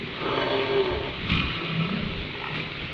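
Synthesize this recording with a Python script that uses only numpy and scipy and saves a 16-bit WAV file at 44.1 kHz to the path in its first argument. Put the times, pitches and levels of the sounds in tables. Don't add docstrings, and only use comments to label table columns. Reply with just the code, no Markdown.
import sys
import numpy as np
from scipy import signal
from scipy.fft import rfft, irfft
from scipy.io import wavfile
from scipy.ndimage import uniform_filter1d

SR = 44100
rng = np.random.default_rng(int(sys.argv[2]) if len(sys.argv) > 2 else 0)


def output_pcm(signal):
    pcm = np.clip(np.atleast_2d(signal).T, -1, 1) * 32767
    wavfile.write(sys.argv[1], SR, np.round(pcm).astype(np.int16))


N = 129213
T = np.arange(N) / SR
BINS_HZ = np.fft.rfftfreq(N, 1 / SR)


def amp(db):
    return 10 ** (np.asarray(db) / 20)


def unit(x):
    return x / np.sqrt(np.mean(x ** 2) + 1e-20)


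def curve(points):
    return np.interp(T, *np.transpose(points))


def level(points):
    return amp(np.interp(T, *np.transpose(points), left=-np.inf, right=-np.inf))


def read(points, hz):
    f, value = np.transpose(points)
    return np.interp(np.log(hz + 1), np.log(f), value)


def noise(spectrum):
    white = rfft(rng.standard_normal(N))
    return unit(irfft(white * amp(read(spectrum, BINS_HZ)), N))


def wobble(hz):
    white = rfft(rng.standard_normal(N))
    return unit(irfft(white / (1 + (BINS_HZ / hz) ** 4), N))


def turns_of(hz):
    return np.cumsum(hz) / SR


def resonate(x, hz, width):
    turn = np.exp(2j * np.pi * turns_of(hz * np.ones(N)))
    r = np.exp(-np.pi * width / SR)
    smooth = signal.lfilter([(1 - r) ** 2], [1, -2 * r, r * r], x / turn + 1e-18)
    return 2 * (turn * smooth).real


def tract(x, resonances):
    return unit(sum((-1) ** k * amp(db) * resonate(x, f, width)
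                    for k, (f, width, db) in enumerate(resonances)))


def swell(s, rise, fall):
    return np.exp(-.5 * ((T - s) / np.where(T < s, rise, fall)) ** 2)


# f/Hz, level/dB
WIND_COLOUR = [(10, -19), (25, 5), (45, 4), (70, 11), (115, 3), (170, 1.5), (300, -23.5), (1000, -67.5)]
# peak t/s, rise/s, fall/s, level/dB
WIND_GUSTS = [(.93, 0.02, 0.14, -39.5), (1.33, 0.08, 0.12, -33), (2.034, 0.014, 0.017, -36),
              (2.16, 0.061, 0.072, -34), (2.84, 0.027, 0.032, -41)]
WIND_BED_DB = -49


def wind():
    gusts = sum(amp(db) * swell(s, rise, fall) for s, rise, fall, db in WIND_GUSTS)
    return noise(WIND_COLOUR) * (amp(WIND_BED_DB) + gusts)


# f/Hz, level/dB
SURF_COLOUR = [(59, -28), (100, -3), (146, 1.5), (215, -6.5), (380, -7), (772, -18), (1300, -12.5),
               (1650, -16), (2200, -8), (3900, -13.5), (5100, -36.5), (10500, -73)]
# t/s, level/dB
SURF_LEVEL = [(0, -35.5), (.6, -32), (1, -35.5), (1.5, -31.5), (2.35, -35.5), (2.93, -34)]
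GRAINS_PER_S, PATCH_DB = 1500, 1.5


def surf(size=512):
    struck = rng.random(N) < GRAINS_PER_S / SR
    grains = amp(3.1 * np.minimum(rng.exponential(1, N), 4)) * rng.standard_normal(N) * struck
    _, _, z = signal.stft(rng.standard_normal(N) + 0.57 * unit(grains), SR, nperseg=size)
    across_pitch = uniform_filter1d(rng.standard_normal(z.shape), size=6, axis=0)
    patches = unit(uniform_filter1d(across_pitch, size=8, axis=1))
    wash = signal.istft(z * amp(PATCH_DB * patches), SR, nperseg=size)[1][:N]
    low_cut = BINS_HZ ** 2 / (BINS_HZ ** 2 + 70 ** 2)
    return level(SURF_LEVEL) * unit(irfft(rfft(wash) * amp(read(SURF_COLOUR, BINS_HZ)) * low_cut, N))


# f/Hz, decay/s
CLIFF_DECAY = [(100, 0.56), (500, 1), (2000, 0.5), (6000, .3)]
CLIFF_DB = -11.5
ECHOES_PER_S, CLIFF_BUILD_S = 2000, 0.0064


def cliff(x, size=256):
    echoes = rng.standard_normal(SR) * (rng.random(SR) < ECHOES_PER_S / SR)
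    hz, t, z = signal.stft(echoes, SR, nperseg=size)
    decay = np.exp(-np.log(1000) * t / read(CLIFF_DECAY, hz)[:, None])
    tail = signal.istft(z * decay * np.minimum(t / CLIFF_BUILD_S, 1), SR, nperseg=size)[1]
    return signal.fftconvolve(x, tail / np.linalg.norm(tail))[:N]


# start t/s, length/s, f/Hz, width/Hz, level/dB
HERD_CALLS = [(-.3, 0.49, 392, 50, -42.5), (1.504, 1.18, 405.5, 40, -45), (2.16, 0.11, 3450, 350, -44)]


def herd():
    out = np.zeros(N)
    for s, length, hz, width, db in HERD_CALLS:
        arch = np.sqrt(abs(np.sin(np.pi * np.clip((T - s) / length, 0, 1))))
        out += amp(db) * arch * unit(resonate(rng.standard_normal(N), hz, width))
    return out


# peak t/s, rise/s, fall/s, f/Hz at the peak, glide/(Hz per s), level/dB
HERD_MOANS = [(0.029, 0.031, 0.029, 234, 1, -42), (.965, 0.029, 0.044, 418, -180, -33.5),
              (1.63, 0.047, 0.022, 345, 704, -37.5)]


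def moans():
    out = np.zeros(N)
    for s, rise, fall, hz, glide, db in HERD_MOANS:
        pitch = (hz + glide * (T - s)) * (1 + 0.021 * wobble(55))
        out += amp(db) * swell(s, rise, fall) * unit(np.sin(2 * np.pi * turns_of(pitch)))
    return out


# peak t/s, f/Hz, level/dB
PEBBLE_KNOCKS = [(1.894, 1315, -29.5), (2.456, 960, -33), (2.557, 2110, -29.5), (2.6003, 2400, -28)]
KNOCK_RISE_S, KNOCK_FALL_S, KNOCK_WIDTH_HZ = 0.00031, 0.0036, 510


def knocks():
    return sum(amp(db) * swell(s, KNOCK_RISE_S, KNOCK_FALL_S)
               * unit(resonate(rng.standard_normal(N), hz, KNOCK_WIDTH_HZ))
               for s, hz, db in PEBBLE_KNOCKS)


# f/Hz, level/dB
SPRAY_COLOUR = [(200, 2.5), (700, -17), (1250, 7), (1700, -8.5), (2200, 7), (3300, 5), (4100, -0.5),
                (5000, -15.5), (7000, -34), (10000, -45)]
# peak t/s, rise/s, fall/s, hiss level/dB, airway level/dB, airway f/Hz
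AIR_BLASTS = [(1.34, 0.054, 0.075, -33.5, -29.5, 220), (2.564, 0.026, 0.055, -36, -38, 288)]
BLOW_WIDTH = 1


def blows():
    out = np.zeros(N)
    for s, rise, fall, hiss_db, body_db, hz in AIR_BLASTS:
        once = resonate(rng.standard_normal(N), hz, hz * BLOW_WIDTH)
        body = unit(resonate(once, hz, hz * BLOW_WIDTH))
        out += swell(s, rise, fall) * (amp(hiss_db) * noise(SPRAY_COLOUR) + amp(body_db) * body)
    return out


# t/s, level/dB
GROWL_LEVEL = [(2.3, -46), (2.41, -42.5), (2.437, -33), (2.57, -44)]
# f/Hz, width/Hz, level/dB
GROWL_THROAT = [(906, 290, -0.5), (1343, 140, 0), (1880, 150, 0), (2510, 680, -5)]
GROWL_HZ = 61.54


def growl():
    turns = turns_of(GROWL_HZ * (1 + .2 * wobble(40)))
    puffs = np.exp(-(turns % 1) / .2) * rng.standard_normal(N)
    return level(GROWL_LEVEL) * tract(puffs, GROWL_THROAT)


# t/s, f/Hz, level/dB, flutter depth
GRUNT_PATHS = [
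    [(1.55, 170.2, -48.5, .5), (1.70, 163.1, -37, 0.54), (1.78, 161.5, -29, 0.18), (1.815, 151.8, -24, .3),
     (1.83, 174.5, -37, 1.3), (1.91, 186.9, -30.5, 0.61), (1.94, 189.7, -26.5, 0.96),
     (2.0, 186.5, -30, 1.4), (2.07, 179.6, -33, 0.88), (2.13, 164.8, -43, .6), (2.22, 171, -54, .6)],
    [(2.47, 156.5, -52, .4), (2.535, 150.3, -34, 0.54), (2.605, 158.6, -38.5, 0.5), (2.65, 171, -44.5, .4),
     (2.75, 167, -71, 0.44)],
]
# f/Hz, level/dB
HOARSE_COLOUR = [(60, -15), (130, -2.5), (220, 3), (300, -12), (650, -7), (900, -28), (3000, -38), (6000, -78)]
GRUNT_FLUTTER_HZ, GRUNT_JITTER = 33, .04
GRUNT_OVERTONE_DB, GRUNT_HOARSE_DB = -25.5, -10


def grunt(points):
    s, hz, db, depth = np.transpose(points)
    turns = turns_of(np.interp(T, s, hz) * (1 + GRUNT_JITTER * wobble(70.5)))
    depth = np.interp(T, s, depth)
    flutter = 1 + depth * np.sin(2 * np.pi * turns_of(GRUNT_FLUTTER_HZ * (1 + .1 * wobble(23))))
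    flutter /= np.sqrt(1 + depth ** 2 / 2)
    overtone = amp(GRUNT_OVERTONE_DB) * np.sin(2 * np.pi * 2 * turns)
    voice = unit(flutter * (np.sin(2 * np.pi * turns) + overtone))
    return level(np.c_[s, db]) * (voice + amp(GRUNT_HOARSE_DB) * noise(HOARSE_COLOUR))


# t/s, level/dB
RUSH_LEVEL = [(1.24, -54), (1.30, -36.5), (1.41, -33.5), (1.48, -39.5), (1.7, -39), (1.87, -36),
              (1.98, -43.5), (2.12, -57)]
# f/Hz, width/Hz, level/dB
RUSH_AIRWAY = [(1146, 104, -2.5), (1324, 80, -1.5), (2460, 94, 1), (2830, 270, -3.5)]


def rush():
    air = rng.standard_normal(N) * (1 + 0.39 * wobble(36))
    return level(RUSH_LEVEL) * tract(air, RUSH_AIRWAY)


# t/s, spray rise and fall/s, spray level/dB, spray f/Hz, click level/dB, push level/dB
SNORT_FLAPS = [(1.302, 0.0056, -24.5, 2760, -34.5, -28), (1.32, .0025, -25.5, 3200, -40, -20.5),
               (1.3374, .004, -25, 2910, -44.5, -23), (1.3555, 0.0043, -30, 2370, -35.5, -19.5),
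               (1.376, 0.0016, -23.5, 2700, -50.5, -37), (1.4023, .004, -24.5, 2450, -45, -23)]
# f/Hz, level/dB
CLICK_COLOUR = [(500, -2), (4000, -1.5), (5800, -6), (8000, -16), (10500, -29)]
SPRAY_WIDTH_HZ, CLICK_S = 3000, 0.00023
PUSH_HZ, PUSH_RISE_S, PUSH_FALL_S = 132, 0.0042, 0.0023


def snort():
    spray, click = noise(SPRAY_COLOUR), noise(CLICK_COLOUR)
    out = np.zeros(N)
    for s, length, spray_db, hz, click_db, push_db in SNORT_FLAPS:
        push = np.cos(2 * np.pi * PUSH_HZ * (T - s))
        out += amp(spray_db) * swell(s, length, length) * unit(resonate(spray, hz, SPRAY_WIDTH_HZ))
        out += amp(click_db) * swell(s, CLICK_S, CLICK_S) * click
        out += amp(push_db) * swell(s, PUSH_RISE_S, PUSH_FALL_S) * push
    return out


def folds(turns, count, order):
    return unit(sum(np.cos(2 * np.pi * k * turns) for k in range(1, count + 1) if k != order))


# t/s, f/Hz
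ROAR_PITCH = [(.15, 142), (.3, 138.9), (.45, 132.2), (.55, 134.1), (.63, 131.9), (.70, 134), (.765, 134.1),
              (.80, 131.7), (.85, 125.9), (.92, 119.3), (1.15, 111.2)]
# t/s, level/dB
ROAR_LEVEL = [(.12, -52), (.2, -40.5), (.245, -33), (.42, -25.5), (.58, -29.5), (.67, -31.5), (.71, -29.5),
              (.82, -31), (.92, -29), (1.0, -38), (1.1, -36), (1.18, -78)]
# t/s, roughness 0-1
ROUGHNESS = [(.2, 0.78), (.42, 0.74), (.56, 0.68), (.8, 0.64), (.98, 0.95)]
# t/s, level/dB
NOTE_LEVEL = [(.42, -50), (.49, -33), (.55, -27), (.63, -28), (.675, -44), (.70, -25), (.725, -29),
              (.77, -22.5), (.80, -21), (.84, -29), (.91, -31), (.95, -52)]
# f/Hz, width/Hz, level/dB
ROAR_THROAT = [(134.3, 62, -8), (266, 59, -11), (381, 114, 2), (580, 70, -2.5), (677, 73, -5),
               (892, 104, -3), (1143, 160, -9), (1588, 128, -10), (1840, 190, -16), (2306, 180, -14.5),
               (2990, 150, -10.5), (3343, 155, -11), (3930, 60, -20.5)]
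# f/Hz before the mouth scales it, width/Hz, level/dB
MOUTH_AIR = [(4510, 120, -23), (6030, 120, -42.5)]
# t/s, share of their frequency
MOUTH_CLOSING = [(.48, 0.98), (.66, .96)]
# peak t/s, fall/s (rise is half), f/Hz, width/Hz, level/dB
MOUTH_SHAPES = [(0.258, 0.064, 340, 200, -33.5), (0.266, 0.097, 1213, 222, -33.5),
                (0.469, 0.067, 599.4, 48.6, -30), (0.527, 0.063, 3400, 200, -36)]
# f/Hz, level/dB
RASP_COLOUR = [(200, -12.0), (700, -5), (2000, 0), (4100, -4), (5200, -18.5), (7000, -27.5), (10000, -41)]
RASP_DB = -23.5
NOTE_JITTER, NOTE_SHIMMER = .005, .1


def roar(order=3):
    hz, rough = curve(ROAR_PITCH), np.clip(curve(ROUGHNESS), 0, 1)
    turns = turns_of(hz * (1 + 0.0305 * wobble(72.3)))
    puffs = unit((0.45 + np.exp(-(turns % 1) / 0.76)) * rng.standard_normal(N))
    pulses = folds(turns, count=32, order=order)
    drive = unit(((1 - rough) * pulses + rough * puffs) * (1 + 0.24 * wobble(74)))
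    throat = tract(drive, ROAR_THROAT)
    airy = sum(amp(db) * unit(resonate(puffs, f * curve(MOUTH_CLOSING), width))
               for f, width, db in MOUTH_AIR)
    rasp = amp(RASP_DB) * noise(RASP_COLOUR)
    shapes = sum(amp(db) * swell(s, length / 2, length) * unit(resonate(puffs, f, width))
                 for s, length, f, width, db in MOUTH_SHAPES)
    hoarse = level(ROAR_LEVEL) * (throat + airy + rasp) + shapes
    note_turns = order * turns_of(hz * (1 + NOTE_JITTER * wobble(46)))
    note = unit(np.sin(2 * np.pi * note_turns) * (1 + NOTE_SHIMMER * wobble(60)))
    return hoarse, level(NOTE_LEVEL) * note


def scene():
    hoarse, note = roar()
    grunts = sum(grunt(path) for path in GRUNT_PATHS)
    calls = hoarse + grunts + moans() + snort() + rush() + growl() + blows() + knocks()
    echo = amp(CLIFF_DB) * cliff(calls + .5 * note)
    return (calls + note + echo + herd() + surf() + wind())[None]


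EDGE_HZ = 10600


def record(dry):
    low_pass = signal.firwin(255, EDGE_HZ, window=("kaiser", 9), fs=SR)
    return signal.oaconvolve(dry, low_pass[None], "same")


dry = scene()
out = record(dry)
output_pcm(out)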